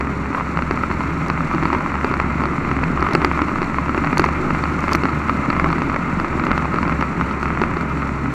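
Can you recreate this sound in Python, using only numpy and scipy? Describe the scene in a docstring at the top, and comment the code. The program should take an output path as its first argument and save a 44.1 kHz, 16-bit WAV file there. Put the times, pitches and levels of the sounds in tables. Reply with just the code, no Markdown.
"""A snowmobile crawls along a thawing dirt road, its exhaust droning at harmonics of the firing rate. The
track's lugs strike the hard ground and drive the resonances of chassis, tunnel and hood. The shaking makes a
camera case on the machine chatter and knock in its mount, now and then with a sharp tick or a short squeaking
rub. Friction at the skis adds a hiss of grit."""
import sys
import numpy as np
from scipy import signal
from scipy.fft import rfft, irfft, next_fast_len
from scipy.io import wavfile
from scipy.ndimage import map_coordinates

SR = 44100
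rng = np.random.default_rng(int(sys.argv[2]) if len(sys.argv) > 2 else 0)


def pcm_store(signal):
    """Save signal as 16-bit PCM."""
    levels = np.round(np.clip(np.atleast_2d(signal), -1, 1) * 32767)
    wavfile.write(sys.argv[1], SR, levels.astype(np.int16).T)


N = 367772

# how hard the road shakes the machine: t/s, relative level/dB
SHAKE = [(0, -25), (0.95, -24), (1.7, -22.5), (1.95, -22.5), (2.58, -23), (3.15, -21.5), (3.7, -23.5),
         (4.22, -21.5), (4.55, -22.5), (4.92, -22), (5.3, -22.5), (5.62, -21.5), (5.98, -23.5),
         (6.48, -21.5), (7.05, -23), (7.75, -23), (8.0, -24.5), (8.34, -24.5)]


def amp(db):
    """Amplitude ratio of a level in decibels."""
    return 10 ** (np.asarray(db) / 20)


def unit(x):
    """Normalisation to an rms of 1."""
    return x / np.sqrt(np.mean(x ** 2) + 1e-20)


def curve(rows):
    """Linear interpolation of (t/s, value) rows at every sample."""
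    return np.interp(np.arange(N) / SR, *np.transpose(rows))


def wobble(rate):
    """Smooth random modulation: a spline through rate Gaussian knots a second."""
    return map_coordinates(rng.standard_normal(int(N * rate / SR) + 4), [np.arange(N) * rate / SR])


def response(spectrum, size=8192):
    """Minimum-phase impulse response, peak 1, of a body given as (f/Hz, level/dB) rows."""
    hz, db = np.transpose(spectrum)
    bins_hz = np.fft.rfftfreq(size, 1 / SR)
    log_gain = np.log(amp(np.interp(np.log(bins_hz + 1), np.log(hz), db)))
    cepstrum = irfft(log_gain)
    cepstrum[1:size // 2] *= 2  # folding onto positive time makes the response causal
    cepstrum[size // 2 + 1:] = 0
    ring = irfft(np.exp(rfft(cepstrum)))
    return ring / np.abs(ring).max()


def through(force, spectrum):
    """A linear body convolves the force with its impulse response."""
    return signal.fftconvolve(force, response(spectrum))[:N]


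def blows(times, sizes):
    """An impulse train; coincident impulses add."""
    return np.bincount(np.clip(np.round(times * SR).astype(int), 0, N), sizes, N + 1)[:N]


def burst(t60, size=2048):
    """Exponential decay by 60 dB in t60 seconds."""
    return amp(-60 * np.arange(size) / SR / t60)


def smear(x, hz, width_hz):
    """All-pass dispersion: a flexing panel delays the frequencies near its resonance."""
    radius = np.exp(-np.pi * width_hz / SR)
    poles = [1, -2 * radius * np.cos(2 * np.pi * hz / SR), radius ** 2]
    return signal.lfilter(poles[::-1], poles, x)


def shaking():
    """Vibration level in dB relative to its mean."""
    shake_db = curve(SHAKE)
    return shake_db - shake_db.mean()


def steadiness():
    """Amplitude modulation by Gaussian dips: the share of the drone's fundamental that is left."""
    # t/s at the deepest, half width/s, share lost
    dips = [(.37, 0.06, 0.8), (1.48, .02, .6), (1.86, 0.058, .95), (2.08, 0.051, 1), (2.64, 0.08, .95),
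            (2.9, 0.053, .9), (3.14, 0.077, 1), (3.62, .14, 0.97), (4.12, 0.055, 1), (4.49, 0.096, .9),
            (5.51, 0.037, 1), (5.84, 0.056, 0.7), (6.271, 0.039, 0.9), (6.47, 0.039, 1), (6.75, 0.046, 0.8),
            (7.14, 0.043, .9)]
    t = np.arange(N) / SR
    return np.prod([1 - lost * np.exp(-((t - s) / width) ** 2) for s, width, lost in dips], axis=0)


def engine(firing_hz, load_db_per_hz=-0.7, pipe_hz=410, pipe_half_width_hz=10, pipe_db=17.5):
    """Periodic firing gives a harmonic series; an overtone swells as it meets the pipe's resonance."""
    # exhaust fundamental: t/s, relative level/dB
    drone = [(0, -27.5), (.14, -30.5), (1.6, -31.5), (2.0, -26), (2.5, -29.5), (2.77, -25.5), (3.35, -27.5),
             (4.0, -28), (4.75, -26.5), (5.05, -30.5), (5.65, -29), (6.0, -32), (6.4, -27.5), (7.0, -28),
             (7.75, -33.5), (8.12, -28), (8.34, -34)]
    # lift of the second harmonic: t/s, level/dB
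    octave = [(0, 0), (1.1, -4.5), (1.7, -9), (2.3, 3), (3.6, -0.5), (4.2, 5.5), (4.6, 13), (5.1, 2),
              (5.45, -2), (6.1, 4), (6.8, 2.5), (7.7, -1.5), (8.34, 7.5)]
    # exhaust harmonics: multiple of the firing rate, relative level/dB
    harmonics = [(1, .5), (2, -5.5), (3, -13), (4, -9.5), (5, -25), (6, -26.5)]
    drone_db, octave_db = curve(drone), curve(octave)
    firings = np.cumsum(firing_hz) / SR
    tone = steadiness() * amp(drone_db + wobble(9.9) + harmonics[0][1]) * np.sin(2 * np.pi * firings)
    overtone_db = drone_db.mean() - 2.5 + load_db_per_hz * (firing_hz - firing_hz.mean())
    for order, db in harmonics[1:]:
        resonance_db = pipe_db / (1 + ((order * firing_hz - pipe_hz) / pipe_half_width_hz) ** 2)
        # uneven combustion makes phase and level waver
        cycles = order * firings + 0.011 * wobble(7.1) + rng.random()
        level_db = overtone_db + db + resonance_db + (order == 2) * octave_db + wobble(6.3)
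        tone += amp(level_db) * np.sin(2 * np.pi * cycles)
    return amp(3) * tone


def lug_times(firing_hz, lugs_per_firing=.625, scatter_s=0.000905):
    """Gearing locks the track to the engine: the times at which its lugs meet the ground."""
    firings = np.cumsum(firing_hz) / SR
    times = np.flatnonzero(np.diff(np.floor(firings * lugs_per_firing))) / SR
    return times + scatter_s * rng.standard_normal(len(times))


def chassis(lugs, uneven=0.67, alternation=0.43, roll_db=2, lump_db=1.5):
    """Forced vibration: lug impacts, alternately strong and weak, and rolling drive the low modes."""
    # chassis response: f/Hz, level/dB
    body = [(8, -77), (22, 3), (30, -9.5), (42, -22), (70, -6), (100, -6.5), (125, -5.5), (150, -2),
            (165, 3.5), (185, -2.5), (235, -1.5), (280, -1), (350, -12.5), (450, -18), (700, -23),
            (2500, -110)]
    sizes = 1 + uneven * rng.standard_normal(len(lugs)) + alternation * (-1) ** np.arange(len(lugs))
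    thumps = unit(smear(through(blows(lugs, sizes), body), hz=169, width_hz=106))
    # ruts and stones load the rollers unevenly, so the rumble comes in lumps
    roll = unit(through(amp(lump_db * wobble(28)) * rng.standard_normal(N), body))
    return amp(curve(SHAKE) - 1.06) * unit(thumps + amp(roll_db) * roll)


def tunnel(lugs, level_db=-35, growth=2.5, lump_db=3, lug_db=-3):
    """Nonlinear growth: the track tunnel's upper resonance rises much faster than the shaking."""
    # tunnel response: f/Hz, level/dB
    resonance = [(150, -41), (270, -9.5), (320, 3), (365, 0.5), (430, -14), (650, -42), (2500, -110)]
    impacts = unit(blows(lugs, rng.standard_normal(len(lugs))))
    force = amp(lug_db) * impacts + rng.standard_normal(N)
    return amp(level_db + growth * shaking() + lump_db * wobble(14)) * unit(through(force, resonance))


def shell(force):
    """Resonance and dispersion in the case's panels turn a blow into a short, hollow clack."""
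    # case response: f/Hz, level/dB
    panels = [(10, -60.5), (300, -7), (450, -8.5), (590, -5.5), (690, -9), (1040, -1), (1160, -1.5),
              (1295, 2), (1580, -8.5), (1820, -9), (2070, -6), (2650, -16), (3150, -31.5), (12000, -99.5)]
    clack = smear(through(force, panels), hz=1310, width_hz=640)
    return smear(clack, hz=2080, width_hz=1650)


def chatter(lugs, level_db=-26, tap_db=-7, ring_db=-8, ring_t60=0.071, ring_swell_db=4):
    """Friction in the mount and a tap from each lug excite the case; a loose panel's modes ring along."""
    # modes of the loose panel: f/Hz, relative level/dB
    modes = [(1050, -16), (1205, -4.5), (1290, 3), (1400, 1.5), (2090, -3), (2380, -7), (2600, -15)]
    taps = blows(lugs, rng.random(len(lugs)) ** 2)
    rubbing = amp(wobble(90)) * rng.standard_normal(N)
    rattle = unit(shell(amp(tap_db) * unit(taps) + rubbing))
    fade = burst(ring_t60)
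    t = np.arange(len(fade)) / SR
    panel = fade * sum(amp(db) * np.sin(2 * np.pi * hz * t) for hz, db in modes)
    drive = amp(ring_swell_db * wobble(30)) * rng.standard_normal(N)
    ring = unit(signal.fftconvolve(drive, panel)[:N])
    return amp(level_db + shaking()) * unit(rattle + amp(ring_db) * ring)


def grit(firing_hz, level_db=-49, rise_db_per_hz=.5, grain_db=1.63):
    """Sliding friction of the skis on wet sand and slush makes a hiss that grows with speed."""
    # friction noise: f/Hz, level/dB
    hiss = [(1800, -3), (3200, -6.5), (3700, -1.5), (4400, 2), (5000, -9.5), (5500, -2.5), (6500, -6),
            (7300, -3.5), (8500, -12), (9500, -18), (11500, -21), (14000, -25), (15500, -41)]
    hiss_db = level_db + rise_db_per_hz * (firing_hz - firing_hz.mean())
    return amp(hiss_db + grain_db * wobble(120)) * unit(through(rng.standard_normal(N), hiss))


def jostles(lugs, share=.25, knock_db=-21, thud_db=-26.5, growth=0.72, scatter_db=4, lift_db=4):
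    """Random impacts: some lugs tip the case lightly against its stop; returns rows for knocks()."""
    times = lugs[rng.random(len(lugs)) < share]
    chance = rng.standard_normal((len(times), 2))
    force_db = growth * np.interp(times, np.arange(N) / SR, shaking()) + scatter_db * chance[:, 0]
    ring_hz = 1180 * np.exp(.13 * chance[:, 1])
    lifts_db = np.full(len(times), lift_db)
    return np.column_stack([times, knock_db + force_db, thud_db + force_db, ring_hz, lifts_db])


def clicks(times, db, t60=0.009):
    """Shock excitation: short, rough bursts of force ring the case's hard edge."""
    # edge response: f/Hz, level/dB
    edge = [(1500, -29), (2600, 6.5), (3300, -14.5), (4000, -7), (4500, -3), (5000, -13.5), (5600, -11.5),
            (7500, -32), (10000, -33), (15000, -57)]
    envelope = signal.fftconvolve(blows(times, amp(db)), burst(t60) - burst(t60 / 5))[:N]
    return through(envelope * rng.standard_normal(N), edge) / np.linalg.norm(response(edge))


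def knocks(lugs, rebound=0.31, scuff_db=-27, thud_hz=345, clunk_hz=560, clunk_db=-7):
    """Inelastic impact: the case hits its stop and rebounds; shell, mount and edge ring down."""
    # hard impacts: t/s, knock level/dB, thud level/dB, struck spot's f/Hz, lift at that pitch/dB
    impacts = [(0.0081, -8, -14, 1320, -6), (0.3469, -10, -36, 1300, 4), (0.4079, -13, -34, 1060, 12),
               (0.5722, -7.5, -20, 1290, 7), (0.5893, -8, -30, 970, 2), (0.6213, -11.5, -14, 1388, 8),
               (0.7098, -7, -8.5, 1310, 0), (0.7736, -13.0, -35, 1270, 9), (0.835, -10.0, -41, 1335, 9.5),
               (0.9126, -9.5, -16.5, 1060, 7), (1.0062, -11.5, -31, 1014, 10), (1.2997, -5.0, -9, 1020, 4),
               (1.4056, -12, -36, 1250, 8), (1.547, -14, -9.5, 1360, -3), (1.6327, -9.5, -12, 1080, 5),
               (1.654, -9.5, -9.5, 970, 11), (1.7014, -12.5, -16, 1099, 14), (1.7293, -8, -12, 920, 10),
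               (1.7486, -7.5, -24, 970, 9.5), (1.784, -13, -23, 1310, 0), (1.8607, -14, -26, 990, 13.5),
               (1.9534, -10, -19, 880, 7), (2.045, -4.5, -9, 1419, 4.5), (2.1126, -13.5, -11, 1140, 12),
               (2.139, -6.5, -20, 1440, 3), (2.1995, -3.5, -15, 1230, 3), (2.4051, -14.0, -26, 1060, 12),
               (2.4368, -6, -20, 1230, 2), (2.4547, -8.5, -17, 1249, 7), (2.6898, -20, -20, 1290, 13),
               (2.7135, -9.5, -9, 1310, 8), (2.8372, -7, -10.5, 1138, -5), (2.9742, -12, -25, 1060, 12),
               (3.0247, -8.5, -7.5, 1260, 11), (3.0683, -10.5, -27, 1270, 7), (3.1089, -17, -13, 1096, 7),
               (3.1241, -13, -19, 881, 8), (3.1505, -1, -2.5, 970, -6), (3.217, -7, -13, 1160, -3),
               (3.2464, -0.5, -5, 1081, -2), (3.3136, -8, -31, 930, 8.5), (3.3746, -13, -25, 1103, 7),
               (3.3908, -8.5, -30, 1010, 10), (3.4173, -9, -5, 1290, 7), (3.4829, -15, -16, 1150, 9),
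               (3.5569, -13.5, -33, 1290, 11.5), (3.6177, -11, -10, 1008, 3), (3.7842, -8.0, -31, 1063, 11),
               (3.8932, -10.5, -17, 1289, 8), (3.9459, -7.0, -22, 1292, 2), (3.9769, -12, -9, 1380, 7),
               (4.0449, -7.5, -20, 1430, -1), (4.0714, -4.5, -26, 1101, 0), (4.1271, -11.5, -20, 1400, 2),
               (4.1718, -5, -14, 950, 4), (4.1952, -1.5, -4.5, 1400, 5), (4.2179, -12.0, -12, 1230, 3),
               (4.2406, -3, -17, 1010, 7), (4.2604, -9, -10.5, 1420, -5), (4.2884, -10, -24, 879, 7),
               (4.5061, -6.5, -16, 1285, 2), (4.6378, -9.5, -12.5, 1178, 5), (4.79, -14, -19, 1240, 2),
               (4.8394, -9.5, -12, 972.7, 6), (4.8802, -8.0, -18, 1310, 2), (4.9186, -9.5, -15.5, 1270, -2),
               (4.949, -2, -8.5, 1310, 0), (5.035, -8, -13, 990, -5), (5.054, -4.5, -16, 1360, 0),
               (5.0911, -16.0, -19, 1250, 9), (5.2949, -5, -16, 1274, 7), (5.5015, -7, -8, 1310, 5),
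               (5.5651, -8.5, -32, 1270, 5), (5.5969, -4.5, -17, 1290, 3), (5.6429, -5.5, -10.5, 1290, 2),
               (5.6589, -14, -31, 1150, 14), (5.6886, -12, -19, 1440, 3), (5.7024, -10, -20, 989.5, 7),
               (5.7277, -8.5, -13, 1096, 2), (5.7822, -11, -24, 1382, 3), (5.8187, -9, -11, 930, 3),
               (5.8974, -9.5, -22, 1362, 4), (5.9436, -8.5, -19, 990, 2), (5.9613, -5.5, -20, 1287, -6),
               (6.1987, -8.5, -12, 1360, 0), (6.2451, -11, -24, 1081, 8), (6.3968, -8.0, -21, 1400, -5),
               (6.4375, -12, -11, 1354, 8), (6.4667, -6.5, -12.5, 1224, 5), (6.5145, -5.5, -6, 1450, 8),
               (6.5779, -4.5, -9, 1218, -5), (6.6542, -14.0, -20, 880, 13), (6.7416, -10.5, -11, 1291, 2),
               (6.7591, -12, -22, 1185, 1), (6.7848, -8, -22, 1270, 10), (6.8292, -8.5, -16, 1065, 7),
               (6.8781, -15, -11, 1360, 6), (6.895, -10.5, -29, 1368, 8), (6.924, -11, -16, 1099, -3),
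               (7.0097, -9, -14, 1143, -5), (7.0246, -4, -18, 1289, 3), (7.2104, -4.5, -16, 1279, 4),
               (7.31, -16, -18, 1310, 12), (7.4287, -10.5, -12, 1439, 5), (7.616, -5.5, -6.5, 877, 7),
               (7.6364, -6.5, -15, 1403, 5), (7.769, -15.5, -11, 1251, 12.5),
               (8.0283, -17, -28, 1280, 12.5)]
    times, knock_db, thud_db, ring_hz, lift_db = np.vstack([impacts, jostles(lugs)]).T
    chance = rng.random((len(times), 3))
    force = amp(knock_db)
    blow = blows(times, force)
    bounce = blows(times + 0.0017 + 0.00282 * chance[:, 0], 2 * rebound * chance[:, 1] * force)
    scuff = amp(scuff_db) * signal.fftconvolve(blow, burst(t60=.016))[:N] * rng.standard_normal(N)
    fade = burst(t60=0.015)
    t = np.arange(len(fade)) / SR

    def place(sizes, shapes):
        """Superposition of one scaled waveform per impact."""
        onsets = np.round(times * SR)[:, None] / SR
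        return blows((onsets + t).ravel(), (sizes[:, None] * shapes).ravel())

    spot_modes = 2 * fade / fade.sum() * np.cos(2 * np.pi * ring_hz[:, None] * t)
    ring = place(force * (amp(lift_db) - 1), spot_modes)
    clack = shell(blow + ring + bounce + scuff)
    # the mount is loaded differently at each blow, so its pitch varies
    phase_per_hz = 2 * np.pi * t * (1 + 0.32 * (chance[:, 2:] - .5))
    thud = (burst(t60=0.026) - burst(t60=0.0037)) * np.sin(thud_hz * phase_per_hz)
    clunk = amp(clunk_db) * burst(t60=0.0045) * np.sin(clunk_hz * phase_per_hz)
    mount = place(amp(thud_db), thud + clunk)
    click_db = -10 + 0.59 * knock_db + 0.56 * thud_db  # the click grows with the blow
    return amp(0.5) * clack + amp(1.5) * mount + clicks(times + 0.00048, click_db)


def scrapes(t60=0.018, grain_db=4):
    """Stick-slip friction: as the camera case rubs in its mount, a swell of tiny slips rings one resonance."""
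    # scrapes: t/s at the crest, length/s, f/Hz, level/dB
    rubs = [(.377, 0.053, 1120, -22.5), (1.531, .06, 1259, -23), (3.047, 0.027, 1240, -20.5),
            (4.923, 0.02, 1230, -16.5), (5.665, 0.039, 1090, -22.5)]
    out = np.zeros(N + SR)
    fade = burst(t60)
    for s, length, hz, db in rubs:
        swell = np.hanning(int(length * SR))
        slips = (amp(grain_db * wobble(302)) * rng.standard_normal(N))[:len(swell)]
        mode = fade * np.sin(2 * np.pi * hz * np.arange(len(fade)) / SR)
        rasp = unit(signal.fftconvolve(slips, mode)[:len(swell)])
        out[round((s - length / 2) * SR):][:len(swell)] += amp(db) * swell * rasp
    return out[:N]


def ticks(t60=0.0074, ring_db=9, half_width_hz=1000, grain_db=5):
    """Brief contact gives a broad spectrum: the mount's plastic edges snap together and ring."""
    # snaps: t/s, level/dB, the edge's f/Hz
    contacts = [(0.7115, -38, 4220), (1.283, -26, 6400), (3.006, -31, 4600), (3.134, -18, 5000),
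                (3.1503, -18, 4400), (3.247, -14, 4500), (3.417, -36, 4002), (3.644, -28, 4300),
                (4.18, -11.5, 6700), (4.1955, -15, 4000), (4.2047, -30, 6440), (4.2505, -25, 5500),
                (4.8055, -31, 6383), (4.916, -25, 5540), (4.9325, -8, 4760), (4.95, -19, 4269),
                (4.9522, -24, 5490), (4.955, -22, 11500), (6.4514, -29, 6402), (7.008, -32, 6025),
                (7.429, -29, 4400), (7.81, -27, 4405)]
    # response of the plastic: f/Hz, level/dB
    plastic = [(1500, -7), (3500, -7), (4400, 9), (5000, -3), (5600, 0), (6500, -3.5), (8000, -10.5),
               (10000, -9), (11700, -11.5), (13500, -16), (15500, -29)]
    hz = np.geomspace(1500, 15500, 200)
    plastic_db = np.interp(hz, *np.transpose(plastic))
    fade = burst(t60) - burst(t60 / 5)
    out = np.zeros(N + SR)
    for s, db, edge_hz in contacts:
        resonance_db = ring_db / (1 + ((hz - edge_hz) / half_width_hz) ** 2)
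        edge = response(np.column_stack([hz, plastic_db + resonance_db]))
        grain, force = rng.standard_normal((2, len(fade)))
        cracks = fade * amp(grain_db * grain) * force
        cracks *= np.linalg.norm(fade) / np.linalg.norm(cracks)
        snap = signal.fftconvolve(cracks, edge / np.linalg.norm(edge))
        out[round(s * SR):][:len(snap)] += amp(db) * snap
    return out[:N]


def booms(waver_cycles=0.19):
    """Resonance of the hood: a bump excites a low tone that swells and fades over the rumble."""
    # hood booms: t/s at the crest, length/s, f/Hz, relative level/dB
    bumps = [(1.14, 0.19, 164.2, -21), (1.42, 0.15, 158.6, -22.5), (2.43, 0.21, 160, -23.5),
             (2.88, 0.27, 164.7, -18.5), (5.2, .16, 157.6, -23), (4.3, 0.2, 174, -30),
             (4.5, 0.19, 164.5, -29), (5.64, 0.25, 163.1, -18), (6.62, .16, 167.4, -30),
             (7.2, 0.21, 166.5, -23), (7.56, 0.23, 160.2, -21)]
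    out = np.zeros(N + SR)
    for s, length, hz, db in bumps:
        swell = np.hanning(int(length * SR))
        t = np.arange(len(swell)) / SR
        cycles = hz * t + waver_cycles * wobble(24.6)[:len(t)] + rng.random()
        throb = amp(db - 2.5) * swell * np.sin(2 * np.pi * cycles)
        out[round((s - length / 2) * SR):][:len(t)] += throb
    return out[:N]


def scene():
    """Superposition of all sources; engine speed sets the beat of the lugs on the ground."""
    # firing rate: t/s, f/Hz
    speed = [(0, 67.94), (.37, 68.4), (.55, 69.7), (.84, 71.23), (1.26, 70.27), (2.0, 71.08), (2.44, 69.54),
             (2.86, 69.2), (3.36, 71.3), (3.78, 69.72), (4.35, 72.6), (4.6, 74.96), (5.04, 73.54),
             (5.41, 72.6), (5.6, 69.7), (5.95, 69.27), (6.3, 71.05), (7.0, 69.26), (7.3, 68.24),
             (7.8, 67.9), (8.34, 67.8)]
    firing_hz = curve(speed)
    lugs = lug_times(firing_hz)
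    machine = engine(firing_hz) + chassis(lugs) + tunnel(lugs) + booms()
    return (machine + chatter(lugs) + ticks() + scrapes() + grit(firing_hz) + knocks(lugs))[None]


def record(dry, top_hz=15600):
    """Soft saturation rounds the highest peaks; an ideal low-pass filter limits the band."""
    rounded = dry / (1 + np.abs(dry) ** 6) ** (1 / 6)
    size = next_fast_len(N + SR // 2)
    passband = np.fft.rfftfreq(size, 1 / SR) < top_hz
    return irfft(rfft(rounded, size) * passband, size)[:, :N]


dry = scene()
out = record(dry)
pcm_store(out)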